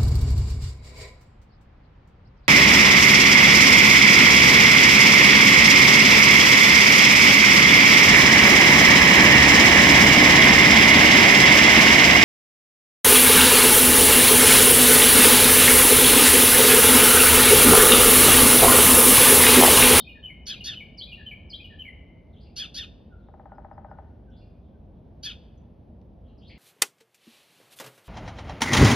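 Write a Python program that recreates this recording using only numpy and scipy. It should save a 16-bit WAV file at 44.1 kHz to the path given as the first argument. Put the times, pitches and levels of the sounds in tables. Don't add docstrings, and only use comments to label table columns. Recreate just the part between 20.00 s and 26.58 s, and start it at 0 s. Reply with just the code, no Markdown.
import sys
import numpy as np
from scipy import signal
from scipy.fft import rfft, irfft
from scipy.io import wavfile
from scipy.ndimage import uniform_filter1d

SR = 44100
rng = np.random.default_rng(int(sys.argv[2]) if len(sys.argv) > 2 else 0)


def put_to_file(sound):
    columns = np.atleast_2d(sound).T
    safe = np.clip(columns, -1, 1)
    whole_steps = np.round(safe * 32767)
    wavfile.write(sys.argv[1], SR, whole_steps.astype(np.int16))


N = 290178
PREROLL = SR // 5

# (start [s], rise [s], fall [s], start [Hz], top [Hz], end [Hz], level [dB], rasp [0-1])
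TURKEY_CALLS = [(.461, 0.046, 0.044, 1400, 1754, 1250, -31, .95),
                (0.635, 0.05, 0.064, 1421, 1834, 1220, -31, .85),
                (2.557, 0.052, 0.056, 1252, 1725, 1109, -31, 0.78),
                (2.738, .054, .058, 1246, 1850, 1143, -32.5, .75),
                (5.226, 0.04, 0.06, 1479, 1759, 1136, -32, 1)]
# (frequency [Hz], gain [dB])
THROAT = [(700, -49), (1250, -16), (1750, -6.5), (2050, -19), (2350, -10), (2950, -3.5), (3300, 1.5),
          (3650, -0.5), (3980, -12.5), (4350, -2.5), (4800, -5), (5300, -13.5), (6200, -12), (7500, -27.5),
          (10500, -30), (14000, -49.5)]
# (offset [s], length [s], start [Hz], middle [Hz], end [Hz], level [dB])
SONG_MOTIF = [(0, 0.031, 5650, 4526, 4294, -5), (.03, 0.023, 3060, 3173, 3590, -2),
              (.144, 0.021, 3070, 2860, 2870, -3), (.2, .05, 1880, 1777, 1721, -18),
              (.286, .042, 3000, 3043, 2860, -.8)]
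# (start [s], offset stretch [ratio], peak note [Hz], held note [s], slur [s], level [dB])
SONG_PHRASES = [(-.056, .99, 3664, .09, .043, -44), (.457, 1.006, 3840, 0.024, 0.027, -42.5),
                (.973, .99, 3878, 0.071, 0.024, -41), (1.495, 1.015, 3877, 0.02, .066, -41.5)]
# (frequency [Hz], level [dB], rise to full swing [s])
LIMB_MODES = [(622, -10, 0.0048), (804.5, -7.5, 0.0035), (867, -4, 0.0024), (1336, -10, 0.0011),
              (1520, -21, .003), (1770, -12.5, 0.00087)]
# (offset [s], length [s], start [Hz], middle [Hz], end [Hz], level [dB])
FAR_MOTIF = [(0, .07, 3020, 3280, 3810, 0), (.055, .05, 4200, 4550, 4600, -2),
             (.095, .05, 3200, 2700, 2400, -4.5)]
# (start [s], level [dB])
FAR_PHRASES = [(2.34, -64.5), (4.3, -68), (6.4, -61)]
# (start [s], length [s], pitch [Hz], level [dB])
FAR_NOTES = [(2.325, .03, 3500, -68.5), (3.173, .12, 3670, -82), (4.613, .09, 3450, -80),
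             (4.9, .12, 3400, -87), (6.23, .09, 3090, -73.5), (6.27, 0.047, 4200, -78),
             (6.372, .035, 4910, -71.5), (6.465, .055, 4347, -62), (6.492, .03, 3230, -57.5),
             (6.485, 0.045, 2284, -56)]
# (start [s], pitch [Hz], level [dB])
FAR_WHISTLES = [(3.095, 1438, -62.5), (3.48, 1470, -64), (3.87, 1460, -62.5), (4.26, 1516, -71),
                (4.72, 1530, -80)]
# (start [s], pitch [Hz], level [dB])
CHIPS = [(3.545, 5000, -80), (3.725, 5100, -81.5), (3.895, 5100, -84), (4.296, 5570, -83),
         (5.57, 6200, -75)]
# (frequency [Hz], T60 [s])
FOREST_T60 = [(500, 0.98), (1000, 0.64), (2200, 1.15), (3200, 0.74), (5000, 0.64), (7000, 0.36),
              (12000, 0.52)]
# (frequency [Hz], left phase lead [rad])
TURKEY_LEAD = [(0, -1.5), (700, -3.5), (1300, 1.5), (1700, 2), (2200, 0.8), (3100, 0.1), (3900, 0),
               (4600, -1), (6000, -2.3), (11000, -1.83)]
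# (frequency [Hz], left phase lead [rad])
CANOPY_LEAD = [(0, -1.8), (1700, 0.56), (3000, -0.4), (4300, 0.83), (6000, -1.65), (11000, -0.5)]
# (frequency [Hz], relative density [dB])
TRAFFIC_SPECTRUM = [(15, -33), (30, -17.5), (48, -1), (75, 0.5), (125, -8.5), (220, -8), (300, -15.5),
                    (420, -19.5), (620, -20.5), (800, -26.5), (1000, -34.5), (1250, -46.5), (2000, -77.5)]
# (frequency [Hz], relative density [dB])
HISS_SPECTRUM = [(600, -20), (1100, 0), (1500, -4), (2000, -8), (3200, -10), (4000, -15), (5000, -20),
                 (6300, -24), (10000, -29), (12500, -35), (15000, -50)]
# (frequency [Hz], left-right correlation [0-1])
CORRELATION = [(50, 0.96), (150, 0.99), (350, 0.86434), (700, 0.37), (1500, 0.58), (4000, 1), (12000, .3)]
# (frequency [Hz], gain [dB])
MICROPHONE = [(20, 1), (6400, 2), (7200, -27.5), (8400, -29.5), (9100, 2.5), (13500, 9.5), (14300, -11.5)]


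def turkey(swell_db=7, drop_db=8.5, attack_s=.009, subharmonic_db=-4, fundamental_db=-6):
    out = np.zeros(PREROLL + N)
    for start_s, rise_s, fall_s, start_hz, top_hz, end_hz, db, raspiness in TURKEY_CALLS:
        t = np.arange(int((rise_s + fall_s) * SR)) / SR
        place = np.interp(t, [0, rise_s, rise_s + fall_s], [0, 1, 2])
        arch = 1 - np.abs(place - 1) ** 1.4
        foot_hz = np.where(place < 1, start_hz, end_hz)
        hz = foot_hz + arch * (top_hz - foot_hz)
        clear = smooth_step(place, middle=.95, width=.15)
        rasp = raspiness * (1 - .56 * clear)
        cycles = np.cumsum(hz * (1 + .055 * rasp * wander(len(t), rate_hz=450))) / SR
        source = np.zeros(len(t))
        for k in np.arange(2, 23) / 2:
            strength = amp(subharmonic_db) * rasp if k % 1 else amp(fundamental_db * (k == 1))
            depth = .38 * rasp * min(k, 4) + .35 * (k == 1)
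            fray = depth * (wander(len(t), rate_hz=600) + 1j * wander(len(t), rate_hz=600)) / 2
            source += ((strength + fray) * np.exp(2j * np.pi * (k * cycles + rng.random()))).real
        bins_hz = np.fft.rfftfreq(len(t), 1 / SR)
        spectrum = rfft(source) * amp(lookup(THROAT, bins_hz))
        upper = np.clip((bins_hz - 3600) / 700, 0, 1)
        bright_db = 11 - 24.5 * clear
        voice = irfft(spectrum * (1 - upper), len(t)) + amp(bright_db) * irfft(spectrum * upper, len(t))
        voice /= np.sqrt(uniform_filter1d(voice ** 2, size=500) + 1e-12)
        effort_db = -swell_db * np.maximum(1 - place, 0)
        effort_db -= drop_db * smooth_step(place, middle=1.357, width=.095)
        attack = np.minimum(t / attack_s, 1) ** 2
        add(out, start_s, voice * attack * amp(db + effort_db) * signal.windows.tukey(len(t), .06))
    return out


def songbird(sink_hz_per_s=3400, fade_db_per_s=94.5):
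    notes = []
    for start_s, stretch, peak_hz, held_s, slur_s, db in SONG_PHRASES:
        peak = note(start_s=.05, length_s=.022, hz=peak_hz, db=-3.5)
        held = note(start_s=.098, length_s=held_s, hz=2464, db=-9)
        slur_hz = 2386 - sink_hz_per_s * slur_s
        slur = note(start_s=.338, length_s=slur_s, hz=slur_hz, db=-2 - fade_db_per_s * slur_s, fall=.2)
        notes += phrase(SONG_MOTIF + [peak, held, slur], start_s, db, stretch)
    return whistles(notes, waver=.013, waver_hz=300, flutter_db=4, second_db=-41.5, sheen_db=-40,
                    taper=.18)


def whistles(notes, waver, waver_hz, flutter_db, second_db, sheen_db, taper=.5):
    out = np.zeros(PREROLL + N)
    for start_s, length_s, start_hz, middle_hz, end_hz, db in notes:
        progress = np.linspace(0, 1, int(length_s * SR))
        size = len(progress)
        hz = np.polyval(np.polyfit([0, .5, 1], [start_hz, middle_hz, end_hz], 2), progress)
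        phase = 2 * np.pi * np.cumsum(hz * (1 + waver * wander(size, waver_hz))) / SR
        sheen = sum(np.sin(k * phase) * np.exp(-((k * hz - 11300) / 1600) ** 2) for k in range(2, 6))
        tone = np.sin(phase) + amp(second_db) * np.sin(2 * phase) + amp(sheen_db) * sheen
        onset_db = -12 * np.clip(1 - progress / .35, 0, 1)
        envelope = amp(db + onset_db + flutter_db * wander(size, rate_hz=120))
        add(out, start_s, np.sqrt(2) * tone * envelope * signal.windows.tukey(size, taper))
    return out


def note(start_s, length_s, hz, db, fall=0):
    return start_s, length_s, hz * (1 + fall * 3 / 4), hz, hz * (1 - fall / 4), db


def phrase(motif, start_s, db, stretch=1):
    return [(start_s + offset_s * stretch, length_s, *pitches_hz, db + note_db)
            for offset_s, length_s, *pitches_hz, note_db in motif]


def woodpecker(start_s=3.285, blows=12, first_gap_s=.0537, settled_gap_s=.0685, contact_s=.0008):
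    t = np.arange(SR // 10) / SR
    knock = sum(amp(db) * t / rise_s * np.exp(1 - t / rise_s) * np.sin(2 * np.pi * hz * t)
                for hz, db, rise_s in LIMB_MODES)
    knock *= 1 - np.exp(-(t / contact_s) ** 2)
    out = np.zeros(PREROLL + N)
    blow_s = start_s
    for k in range(blows):
        lag_s, weaker_db = (.0055, 1) if k == blows - 1 else (0, 0)
        db = -38 - 11 * np.exp(-k / 2.2) - weaker_db
        add(out, blow_s + lag_s, amp(db) * knock)
        blow_s += settled_gap_s + (first_gap_s - settled_gap_s) * np.exp(-k / 3.6)
    return out


def far_chatter():
    notes = [row for start_s, db in FAR_PHRASES for row in phrase(FAR_MOTIF, start_s, db)]
    notes += [note(*row, fall=.18) for row in FAR_NOTES]
    return whistles(notes, waver=.065, waver_hz=500, flutter_db=2, second_db=-26, sheen_db=-59.5)


def far_whistler(length_s=.072):
    notes = [note(start_s, length_s, hz, db, fall=.13) for start_s, hz, db in FAR_WHISTLES]
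    return whistles(notes, waver=.015, waver_hz=200, flutter_db=3, second_db=-30, sheen_db=-55)


def small_birds(length_s=.02):
    notes = [note(start_s, length_s, hz, db, fall=.1) for start_s, hz, db in CHIPS]
    return whistles(notes, waver=.02, waver_hz=400, flutter_db=1.5, second_db=-40, sheen_db=-60)


def twig(start_s=6.015, level_db=-64, decay_s=.001, band_hz=(1500, 4200)):
    t = np.arange(SR // 25) / SR
    bandpass = signal.butter(2, band_hz, "band", fs=SR, output="sos")
    snap = signal.sosfilt(bandpass, rng.standard_normal(len(t)))
    out = np.zeros(PREROLL + N)
    add(out, start_s, amp(level_db) * unit_rms(snap) * np.exp(-t / decay_s))
    return out


def woods(sound, lead, direct_db, near_db, near_s, ring_db, pan_left_db, echoes_per_s=4000):
    t = np.arange(SR) / SR
    mid, side, ring_a, ring_b = rng.standard_normal((4, SR))
    trunks = (rng.random(SR) < echoes_per_s / SR) * (t > .003) * np.exp(-t / near_s)
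    near = np.array([mid + .28 * side, mid - .28 * side]) * trunks
    hz, frame_s, frames = signal.stft(stereo_pair(ring_a, ring_b, correlation=.82), SR, nperseg=256)
    decay = amp(-60 * frame_s / lookup(FOREST_T60, hz)[:, None])
    ring = signal.istft(frames * decay, SR, nperseg=256)[1][:, :SR]
    ring *= 1 - np.exp(-t / .013)
    response = (amp(near_db) * unit_rms(near) + amp(ring_db) * unit_rms(ring)) / np.sqrt(SR)
    response *= amp([[pan_left_db], [-pan_left_db]])
    response[:, 0] += amp(direct_db)
    left, right = signal.fftconvolve(sound[None], response, axes=1)[:, PREROLL:PREROLL + N]
    lead_rad = lookup(lead, np.fft.rfftfreq(N, 1 / SR))
    return np.array([irfft(rfft(left) * np.exp(1j * lead_rad), N), right])


def background(spectrum, level_db, swell_db, swell_hz):
    hz = np.fft.rfftfreq(N, 1 / SR)
    a, b = rfft(rng.standard_normal((2, N)))
    pair = stereo_pair(a, b, lookup(CORRELATION, hz)) * amp(lookup(spectrum, hz))
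    return amp(level_db) * unit_rms(irfft(pair, N) * amp(swell_db * wander(N, swell_hz)))


def stereo_pair(a, b, correlation):
    return np.array([a, correlation * a + np.sqrt(1 - correlation ** 2) * b])


def amp(db):
    return 10 ** (np.asarray(db) / 20)


def unit_rms(x):
    return x / np.sqrt(np.mean(x ** 2) + 1e-20)


def lookup(table, hz):
    table_hz, values = np.transpose(table)
    return np.interp(np.log(hz + 1), np.log(table_hz + 1), values)


def add(mix, start_s, sound):
    part = mix[max(round(start_s * SR) + PREROLL, 0):][:len(sound)]
    part += sound[:len(part)]


def wander(size, rate_hz):
    hz = np.fft.rfftfreq(size, 1 / SR)
    return unit_rms(irfft(rfft(rng.standard_normal(size)) * np.exp(-(hz / rate_hz) ** 2), size))


def smooth_step(x, middle, width):
    return (1 + np.tanh((x - middle) / (2 * width))) / 2


def scene():
    calls = woods(turkey(), TURKEY_LEAD,
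                  direct_db=-3, near_db=-8.5, near_s=.023, ring_db=-25, pan_left_db=.5)
    song = woods(songbird(), CANOPY_LEAD,
                 direct_db=-1.5, near_db=-2.5, near_s=.033, ring_db=-9.5, pan_left_db=1.5)
    chatter = woods(far_chatter(), CANOPY_LEAD,
                    direct_db=-6, near_db=-6.5, near_s=.03, ring_db=-5.5, pan_left_db=1.2)
    low_whistles = woods(far_whistler(), CANOPY_LEAD,
                         direct_db=-3, near_db=-4, near_s=.03, ring_db=-8.5, pan_left_db=3)
    chips = woods(small_birds(), CANOPY_LEAD,
                  direct_db=-5.5, near_db=-11.5, near_s=.03, ring_db=-19, pan_left_db=-1.5)
    knocks = woods(woodpecker() + twig(), CANOPY_LEAD,
                   direct_db=1, near_db=-6.5, near_s=.015, ring_db=-9.5, pan_left_db=1.2)
    knocks *= amp([[1.6], [-1.6]])
    traffic = background(TRAFFIC_SPECTRUM, level_db=-49, swell_db=.35, swell_hz=3)
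    hiss = background(HISS_SPECTRUM, level_db=-80, swell_db=.7, swell_hz=2.8)
    return calls + song + chatter + low_whistles + chips + knocks + traffic + hiss


def record(dry):
    coloured = irfft(rfft(dry) * amp(lookup(MICROPHONE, np.fft.rfftfreq(N, 1 / SR))), N)
    lowpass = signal.firwin(511, cutoff=15700, window=("kaiser", 9), fs=SR)
    return signal.oaconvolve(coloured, lowpass[None], "same")


dry = scene()
out = record(dry)
put_to_file(out)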